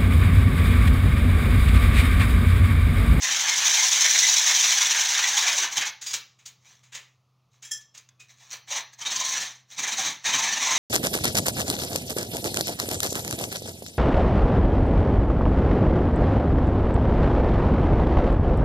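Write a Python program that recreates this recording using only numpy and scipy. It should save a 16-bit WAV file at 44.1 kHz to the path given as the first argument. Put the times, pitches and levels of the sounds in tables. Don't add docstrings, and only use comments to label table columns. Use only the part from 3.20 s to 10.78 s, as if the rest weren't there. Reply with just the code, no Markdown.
import sys
import numpy as np
from scipy import signal
from scipy.fft import rfft, irfft
from scipy.io import wavfile
from scipy.ndimage import uniform_filter1d

SR = 44100
rng = np.random.default_rng(int(sys.argv[2]) if len(sys.argv) > 2 else 0)


def unload_audio(sound):
    columns = np.transpose(np.atleast_2d(sound))
    steps = np.round(np.clip(columns, -1, 1) * 32767)
    wavfile.write(sys.argv[1], SR, steps.astype(np.int16))


N = 334278
TIME = np.arange(N) / SR
BINS = np.maximum(np.fft.rfftfreq(8192, 1 / SR), 1)
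SPLIT_HZ, TOP_HZ = 2800, 15850
CLATTER_RISE_S = 0.01133


def undb(db):
    return 10 ** (np.asarray(db) / 20)


def unit(x):
    return x / np.sqrt(np.mean(x ** 2))


def walk(rate):
    hold = max(int(SR / rate), 1)
    steps = np.repeat(rng.standard_normal(N // hold + 1), hold)
    return unit(uniform_filter1d(steps, hold)[:N])


def colour(points):
    hz, db = np.transpose(points)
    return undb(np.interp(np.log(BINS), np.log(hz), db))


def below(hz, order=6):
    return 1 / np.sqrt(1 + (BINS / hz) ** (2 * order))


def above(hz, order=6):
    return 1 / np.sqrt(1 + (hz / BINS) ** (2 * order))


def ring(x, gain):
    cepstrum = irfft(np.log(gain / gain.max() + 1e-5))
    half = len(cepstrum) // 2
    causal = np.r_[cepstrum[0], 2 * cepstrum[1:half]]
    response = irfft(np.exp(rfft(causal, 2 * half)))[:half]
    return signal.oaconvolve(x, response / np.linalg.norm(response))[:N]


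def grains(rate, scatter_db):
    size = undb(scatter_db * np.minimum(rng.exponential(size=N), 4))
    return unit((rng.random(N) < rate / SR) * size * rng.choice([-1, 1], N))


def burst(start, rise, decay):
    age = np.maximum(TIME - start, 0)
    return np.minimum(age / rise, 1) ** 2 * np.exp(-np.maximum(age - rise, 0) / decay)


def tone(hz):
    return np.sqrt(2) * np.sin(2 * np.pi * np.cumsum(hz) / SR)


# time in seconds, offset from its base level in dB.
HUM_FADER = [(0, 6.5), (1.3, -21), (2.0, -1), (4.0, 3.5), (5.8, 4), (7.5, -0.5)]
# frequency in Hz, relative gain in dB.
AIR_EQ = [(18, -53.5), (30, -22), (69, -26), (95, -7.5), (126, -8), (173, -14), (299, -24.5), (970, -23.5),
          (1200, -18.5), (1640, -38), (2490, -30), (6370, -34.5), (8060, -46.5), (15500, -45.5)]


def background(hum_hz=126.5, hum_db=-71.5, air_db=-71.5):
    hum = tone(hum_hz * (1 + .006 * walk(6.3))) * undb(1.2 * walk(7.2))
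    air = ring(rng.standard_normal(N), colour(AIR_EQ)) * undb(.8 * walk(2.7))
    swell_db = np.interp(TIME, *np.transpose(HUM_FADER))
    return undb(hum_db + swell_db) * hum + undb(air_db) * air


def room(x, t60_s=.31, wet_db=-6, treble_loss=0.23):
    age = TIME[:int(.7 * SR)]
    noise = rng.standard_normal(len(age)) * np.clip((age - .004) / 0.0027, 0, 1)
    low = signal.sosfilt(signal.butter(2, 6500, fs=SR, output="sos"), noise)
    high = signal.sosfilt(signal.butter(2, 6500, "high", fs=SR, output="sos"), noise)
    fade_db = -60 * age / t60_s
    tail = low * undb(fade_db) + high * undb(fade_db * (1 + treble_loss))
    reverb = signal.oaconvolve(x, tail / np.linalg.norm(tail))[:N]
    return (x + undb(wet_db) * reverb) / np.hypot(1, undb(wet_db))


# centre in Hz, width in Hz, relative lift in dB.
PIPE_MODES = [(826, 1200, 2.5), (1788.6, 380, 3), (1950, 41, -1), (2042, 74, 4), (2181, 72, 4.5),
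              (2331, 62, 4.5), (2509, 79, 0.5), (3098, 73, 6), (3395.7, 78, 9.5), (3572.4, 55, 5.5),
              (3652.4, 100, 7.5), (3854, 96, 10.5), (4007, 140, 6), (4153, 87, 8.5), (4354, 104, 8.5),
              (4652, 60, 8.5), (4880, 124, 5.5), (5274, 120, 5.5), (5898.5, 283, 5.5), (6348, 90, 11),
              (6668.5, 172, 9.5), (7330, 900, 6.5), (8107, 139, 2), (8861, 188, 2)]


def pipe_resonance(depth):
    lift = sum(db / (1 + (2 * (BINS - hz) / width) ** 4) for hz, width, db in PIPE_MODES)
    return undb(depth * (lift - uniform_filter1d(lift, size=260)))


# start in seconds, level in dB, body over clack in dB, decay in seconds.
TILE_KNOCKS = [(2.808, -34.5, -10, 0.0312), (2.856, -29.5, -13.5, 0.0384), (2.903, -32.5, -13.5, 0.0101),
               (2.928, -21, -10, 0.01677), (3.181, -58.5, -2.5, 0.0395), (3.251, -36.5, -13.5, 0.0211),
               (3.625, -57.5, -5, 0.041), (3.716, -45.5, -1, 0.051), (3.741, -35, -5.5, 0.0182),
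               (4.417, -42.5, -9.5, 0.047), (4.602, -51, -12, .012), (4.738, -47.5, -6, 0.0323),
               (4.771, -42, -16, 0.0095), (4.887, -49, -6.5, 0.00307), (4.992, -47.5, -7, 0.024)]
# frequency in Hz, relative gain in dB.
KNOCK_EQ = [(88, -40.5), (150, -33), (722, -27), (812, -23.5), (3220, -11.5), (3690, -7.5), (4480, -12),
            (4750, -8), (5760, -5), (6730, 0), (9540, -22), (13300, -31), (15500, -19)]


def knocks():
    clack, body = np.zeros((2, N))
    for start, db, over_db, decay in TILE_KNOCKS:
        rise = CLATTER_RISE_S * np.tanh(decay / CLATTER_RISE_S)
        blow = undb(db) * burst(start, rise, decay)
        clack += blow
        body += blow * undb(over_db)
    force = grains(9000, 1.22)
    gain = colour(KNOCK_EQ) * pipe_resonance(depth=0.7)
    return ring(force * body, gain * below(SPLIT_HZ)) + ring(force * clack, gain * above(SPLIT_HZ))


# start in seconds, pitch in Hz, level in dB, decay in seconds.
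BLADE_NOTE = (2.856, 4850, -37, .05)


def blade_ring(waver=0.00592):
    start, hz, db, decay = BLADE_NOTE
    return undb(db) * burst(start, CLATTER_RISE_S, decay) * tone(hz * (1 + waver * walk(200)))


# start in seconds, level in dB, contact time in seconds.
OFFCUT_TAPS = [(4.443, -39, 0.0089), (4.508, -23, 0.00935), (4.558, -43.5, 0.009)]
# pitch in Hz, relative level in dB, T60 in seconds before damping scales it.
OFFCUT_MODES = [(1740, -3, 0.0587), (3275, -2.5, 0.104), (5297, -4, 0.14), (5230, -5.5, 0.163),
                (5770, -9.5, 0.184), (5950, -7, 0.223), (6320, -6.5, 0.16), (6686, -2.5, 0.114),
                (7344, 1.5, 0.154), (7516, -6.5, 0.15), (7850, -10, 0.102), (8900, -12, 0.154),
                (9940, -8, 0.094), (10160, -14, 0.116), (10940, -11.5, 0.093), (11120, -9, 0.081),
                (12300, -11.5, 0.085), (13820, -12.5, 0.088), (15340, -9.5, 0.093), (15700, -17, .08)]


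def offcut(skid_db=-16, treble_damping=.13):
    out, age = np.zeros(N), TIME[:SR // 2]
    for start, db, contact in OFFCUT_TAPS:
        span = slice(int(start * SR), int(start * SR) + len(age))
        attack = 1 - np.exp(-(age / contact) ** 2)
        for hz, mode_db, t60 in OFFCUT_MODES:
            rocking = np.cumsum(rng.standard_normal(len(age))) * np.sqrt(90 / SR)
            damping = 0.5 + treble_damping * hz / OFFCUT_MODES[0][0]
            mode = np.sin(2 * np.pi * (hz * age + rng.random()) + rocking)
            out[span] += attack * undb(db + mode_db - 60 * damping * age / t60) * mode
    return out * (1 + undb(skid_db) * walk(300))


# pitch in Hz, level over the stroke's body in dB.
CATCH_PITCHES = [(820, -12.5), (1035, -10), (1780, -6.5), (2050, -5.5), (3110, -2.5), (3720, -4)]


def light_catches(strokes, chance=.35):
    rows = []
    for middle, db, over_db, length in strokes:
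        luck, pick, when = rng.random(3)
        hz, note_db = CATCH_PITCHES[int(pick * len(CATCH_PITCHES))]
        if luck < chance:
            rows.append((middle + (when - .5) * length / 2, hz, db + over_db + note_db))
    return rows


# middle in seconds, pitch in Hz, level in dB.
HARD_CATCHES = [(.324, 2136, -26), (.600, 2107, -26), (1.042, 2025, -23.5), (1.087, 6675, -23),
                (2.040, 1974, -28), (2.293, 3750, -27), (5.009, 2507, -52), (5.52, 568.6, -45.5),
                (5.868, 3680, -27), (6.015, 1035, -34.5), (6.081, 1075, -39), (6.795, 780, -33.5),
                (7.335, 1770, -30.5)]


def squeaks(light_rows, half_length_s=0.01134, waver=0.0172, rough_db=2.5):
    out = np.zeros(N)
    bend = 1 + waver * walk(350)
    rough = unit(undb(rough_db * walk(400)))
    for middle, hz, db in HARD_CATCHES + light_rows:
        near = slice(max(int((middle - .05) * SR), 0), int((middle + .05) * SR))
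        swell = np.exp(-((TIME[near] - middle) / half_length_s) ** 2)
        out[near] += undb(db) * swell * rough[near] * tone(hz * bend[near])
    return out


# time in seconds, pitch in Hz, level in dB.
GROAN_GLIDE = [(2.05, 800, -48), (2.191, 842.3, -44.5), (2.29, 664, -45), (2.35, 569.2, -51),
               (2.41, 448.4, -50.5), (2.441, 286, -54.5), (2.46, 238.9, -74.5)]


def last_strip_groan(width_hz=110):
    times, hz, db = np.transpose(GROAN_GLIDE)
    drive = walk(width_hz) + 1j * walk(width_hz)
    phase = 2 * np.pi * np.cumsum(np.interp(TIME, times, hz)) / SR
    level = np.interp(TIME, times, undb(db), left=0, right=0)
    return level * (drive * np.exp(1j * phase)).real


# time in seconds, send level in dB.
FLOOR_SEND = [(0, -32.5), (.8, -52.5), (1.8, -46.5), (2.7, -33.5), (6.1, -29.5), (7.3, -21.5)]


def floor_rumble(force):
    contact = undb(np.interp(TIME, *np.transpose(FLOOR_SEND)) + 3.2 * walk(25))
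    return ring(force * contact, above(170, order=2) * below(350, order=2))


def stroke_motion(strokes, sharpness=2.2, drag=.2):
    speed, travel, rasp_power, body_power = np.zeros((4, N))
    for k, (middle, db, over_db, length) in enumerate(strokes):
        near = slice(max(int((middle - 2 * length) * SR), 0), int((middle + 2 * length) * SR))
        offset = (TIME[near] - middle) / length
        swing = np.exp(-np.abs(offset / .3) ** sharpness)
        swing += drag * np.exp(-((offset - .3) / .5) ** 2)
        speed[near] += swing
        travel[near] += swing * (-1) ** k
        rasp_power[near] += swing * undb(db) ** 2
        body_power[near] += swing * undb(db + over_db) ** 2
    return speed, travel, np.sqrt(rasp_power), np.sqrt(body_power)


def scrape(strokes, eq, tooth_hz, chatter_db, grain_db, body_db, rasp_db, chip_db, echo=0.305):
    speed, travel, rasp, body = stroke_motion(strokes)
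    tooth_phase = np.cumsum(tooth_hz * speed * undb(1.5 * walk(200))) / SR % 1
    teeth = unit(0.44 + np.exp(-tooth_phase / 0.2524))
    chatter = unit(undb(chatter_db * walk(330)))
    force = grains(14000, grain_db) * teeth * chatter
    lag_s = .0008 * np.exp(.3 * np.tanh(travel) + .2 * walk(20))
    returned = force[np.maximum(np.arange(N) - (lag_s * SR).astype(int), 0)]
    force = unit(force + echo * returned)
    gain = colour(eq) * pipe_resonance(depth=0.967)
    pipe = ring(force * body * undb(1.9 * walk(60)), gain * below(SPLIT_HZ))
    blade = ring(force * rasp, gain * above(SPLIT_HZ))
    chips = ring(grains(7000, 2.2) * chatter * rasp, above(14400, order=16) * below(TOP_HZ, order=30))
    rumble = floor_rumble(force * rasp)
    return undb(body_db) * pipe + undb(rasp_db) * blade + undb(chip_db) * chips + rumble


# middle in seconds, relative level in dB, length in seconds.
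LIGHT_SLIDES = [(2.53, -30.5, .045), (3.493, -53.5, .12), (4.35, -65.5, .08), (5.104, -53, .045),
                (5.23, -53.5, .14), (5.33, -35, .056), (5.484, -43, .022), (5.735, -48, 0.02),
                (5.8, -42.5, .034), (6.526, -43.5, .062)]


def slides(eq, body_over_rasp_db=-4.5):
    strokes = [(middle, db, body_over_rasp_db, length) for middle, db, length in LIGHT_SLIDES]
    return scrape(strokes, eq, tooth_hz=393, chatter_db=1.1, grain_db=0,
                  body_db=-1.5, rasp_db=1.5, chip_db=-21)


def push_and_pull(runs, level_scatter_db=0.3537, body_scatter_db=1.0259):
    strokes = []
    for first, last, count, first_db, last_db, over_db, push_db, length in runs:
        for k, progress in enumerate(np.linspace(0, 1, count)):
            middle = first + progress * (last - first)
            accent_db = push_db / 2 * (-1) ** k
            db = first_db + progress * (last_db - first_db) + rng.normal(accent_db, level_scatter_db)
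            body_over_rasp_db = rng.normal(over_db - accent_db, body_scatter_db)
            strokes.append((middle, db, body_over_rasp_db, length))
    return strokes


# first and last stroke in seconds, stroke count, relative level
# at first and at last in dB, body-to-rasp balance in dB, push over pull in dB, stroke length in seconds.
FIRST_RUNS = [(.04, .417, 10, -25.5, -23.5, -5, 4, .054), (.464, .858, 10, -20, -20, -8.5, 2.5, .056),
              (.902, 1.226, 8, -19.5, -19.5, -11, 3.5, .056),
              (1.273, 1.577, 8, -19.5, -21.5, -8.5, 1.5, .058), (1.622, 2.133, 12, -21.5, -24, -6, 2, .054),
              (2.182, 2.434, 6, -22, -23.5, -5.5, 3.5, 0.05458),
              (2.575, 2.667, 3, -23.5, -30.5, -1.5, 4, 0.035643)]
SECOND_RUNS = [(5.522, 5.568, 2, -27, -25.5, -4.5, 0, 0.0472),
               (5.822, 5.869, 2, -33.5, -26.5, -4.5, 0.63, .036),
               (5.917, 6.056, 4, -24, -23.5, -6, 0.046, .038),
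               (6.091, 6.172, 3, -24.5, -25, -7.5, 0, 0.0464), (6.219, 6.40, 5, -25.5, -62, -6.5, 0, .046),
               (6.593, 6.73, 4, -25.5, -24, -3.5, 0.21, .036),
               (6.797, 6.862, 2, -22.5, -24.5, -2, 0, 0.0629),
               (6.905, 6.995, 3, -32.5, -57, -4.5, 0.47, .045),
               (7.067, 7.096, 2, -23.5, -25, -1, 0, 0.0448),
               (7.147, 7.378, 6, -22.5, -25.5, -3.5, 2.9, 0.05036),
               (7.427, 7.565, 4, -22.5, -21.5, -3.5, 1.5, 0.0559)]
# frequency in Hz, relative gain in dB.
FIRST_EQ = [(180, -73), (300, -39), (492, -27.5), (835, -13.5), (1370, -16), (1560, -10), (2070, -9),
            (2650, -10), (3630, -5.5), (4800, -8), (5950, 3), (6900, -2.5), (8560, -16.5), (13400, -30),
            (15500, -24)]
SECOND_EQ = [(180, -62), (300, -23.5), (590, -13.5), (849, -6.5), (1460, -11.5), (1750, -6), (2320, -5.5),
             (2830, -9), (3810, -3), (4960, -8), (6050, 4.5), (8140, -12), (12100, -31), (13400, -47.5),
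             (15500, -33)]


def hacksaw():
    first, second = push_and_pull(FIRST_RUNS), push_and_pull(SECOND_RUNS)
    sound = scrape(first, FIRST_EQ, tooth_hz=1495.7, chatter_db=1.36, grain_db=1.39,
                   body_db=-3.0, rasp_db=-0.85, chip_db=-25.5)
    sound += scrape(second, SECOND_EQ, tooth_hz=1098.4, chatter_db=0.5, grain_db=1.66,
                    body_db=-0.3544, rasp_db=3, chip_db=-26.0)
    return sound + slides(SECOND_EQ) + squeaks(light_catches(first + second)) + last_strip_groan()


def scene():
    sound = room(hacksaw() + knocks() + blade_ring() + offcut()) + background()
    return np.array([sound, sound])


def record(dry):
    return signal.sosfilt(signal.ellip(10, .2, 80, TOP_HZ, fs=SR, output="sos"), dry)


dry = scene()
out = record(dry)
unload_audio(out)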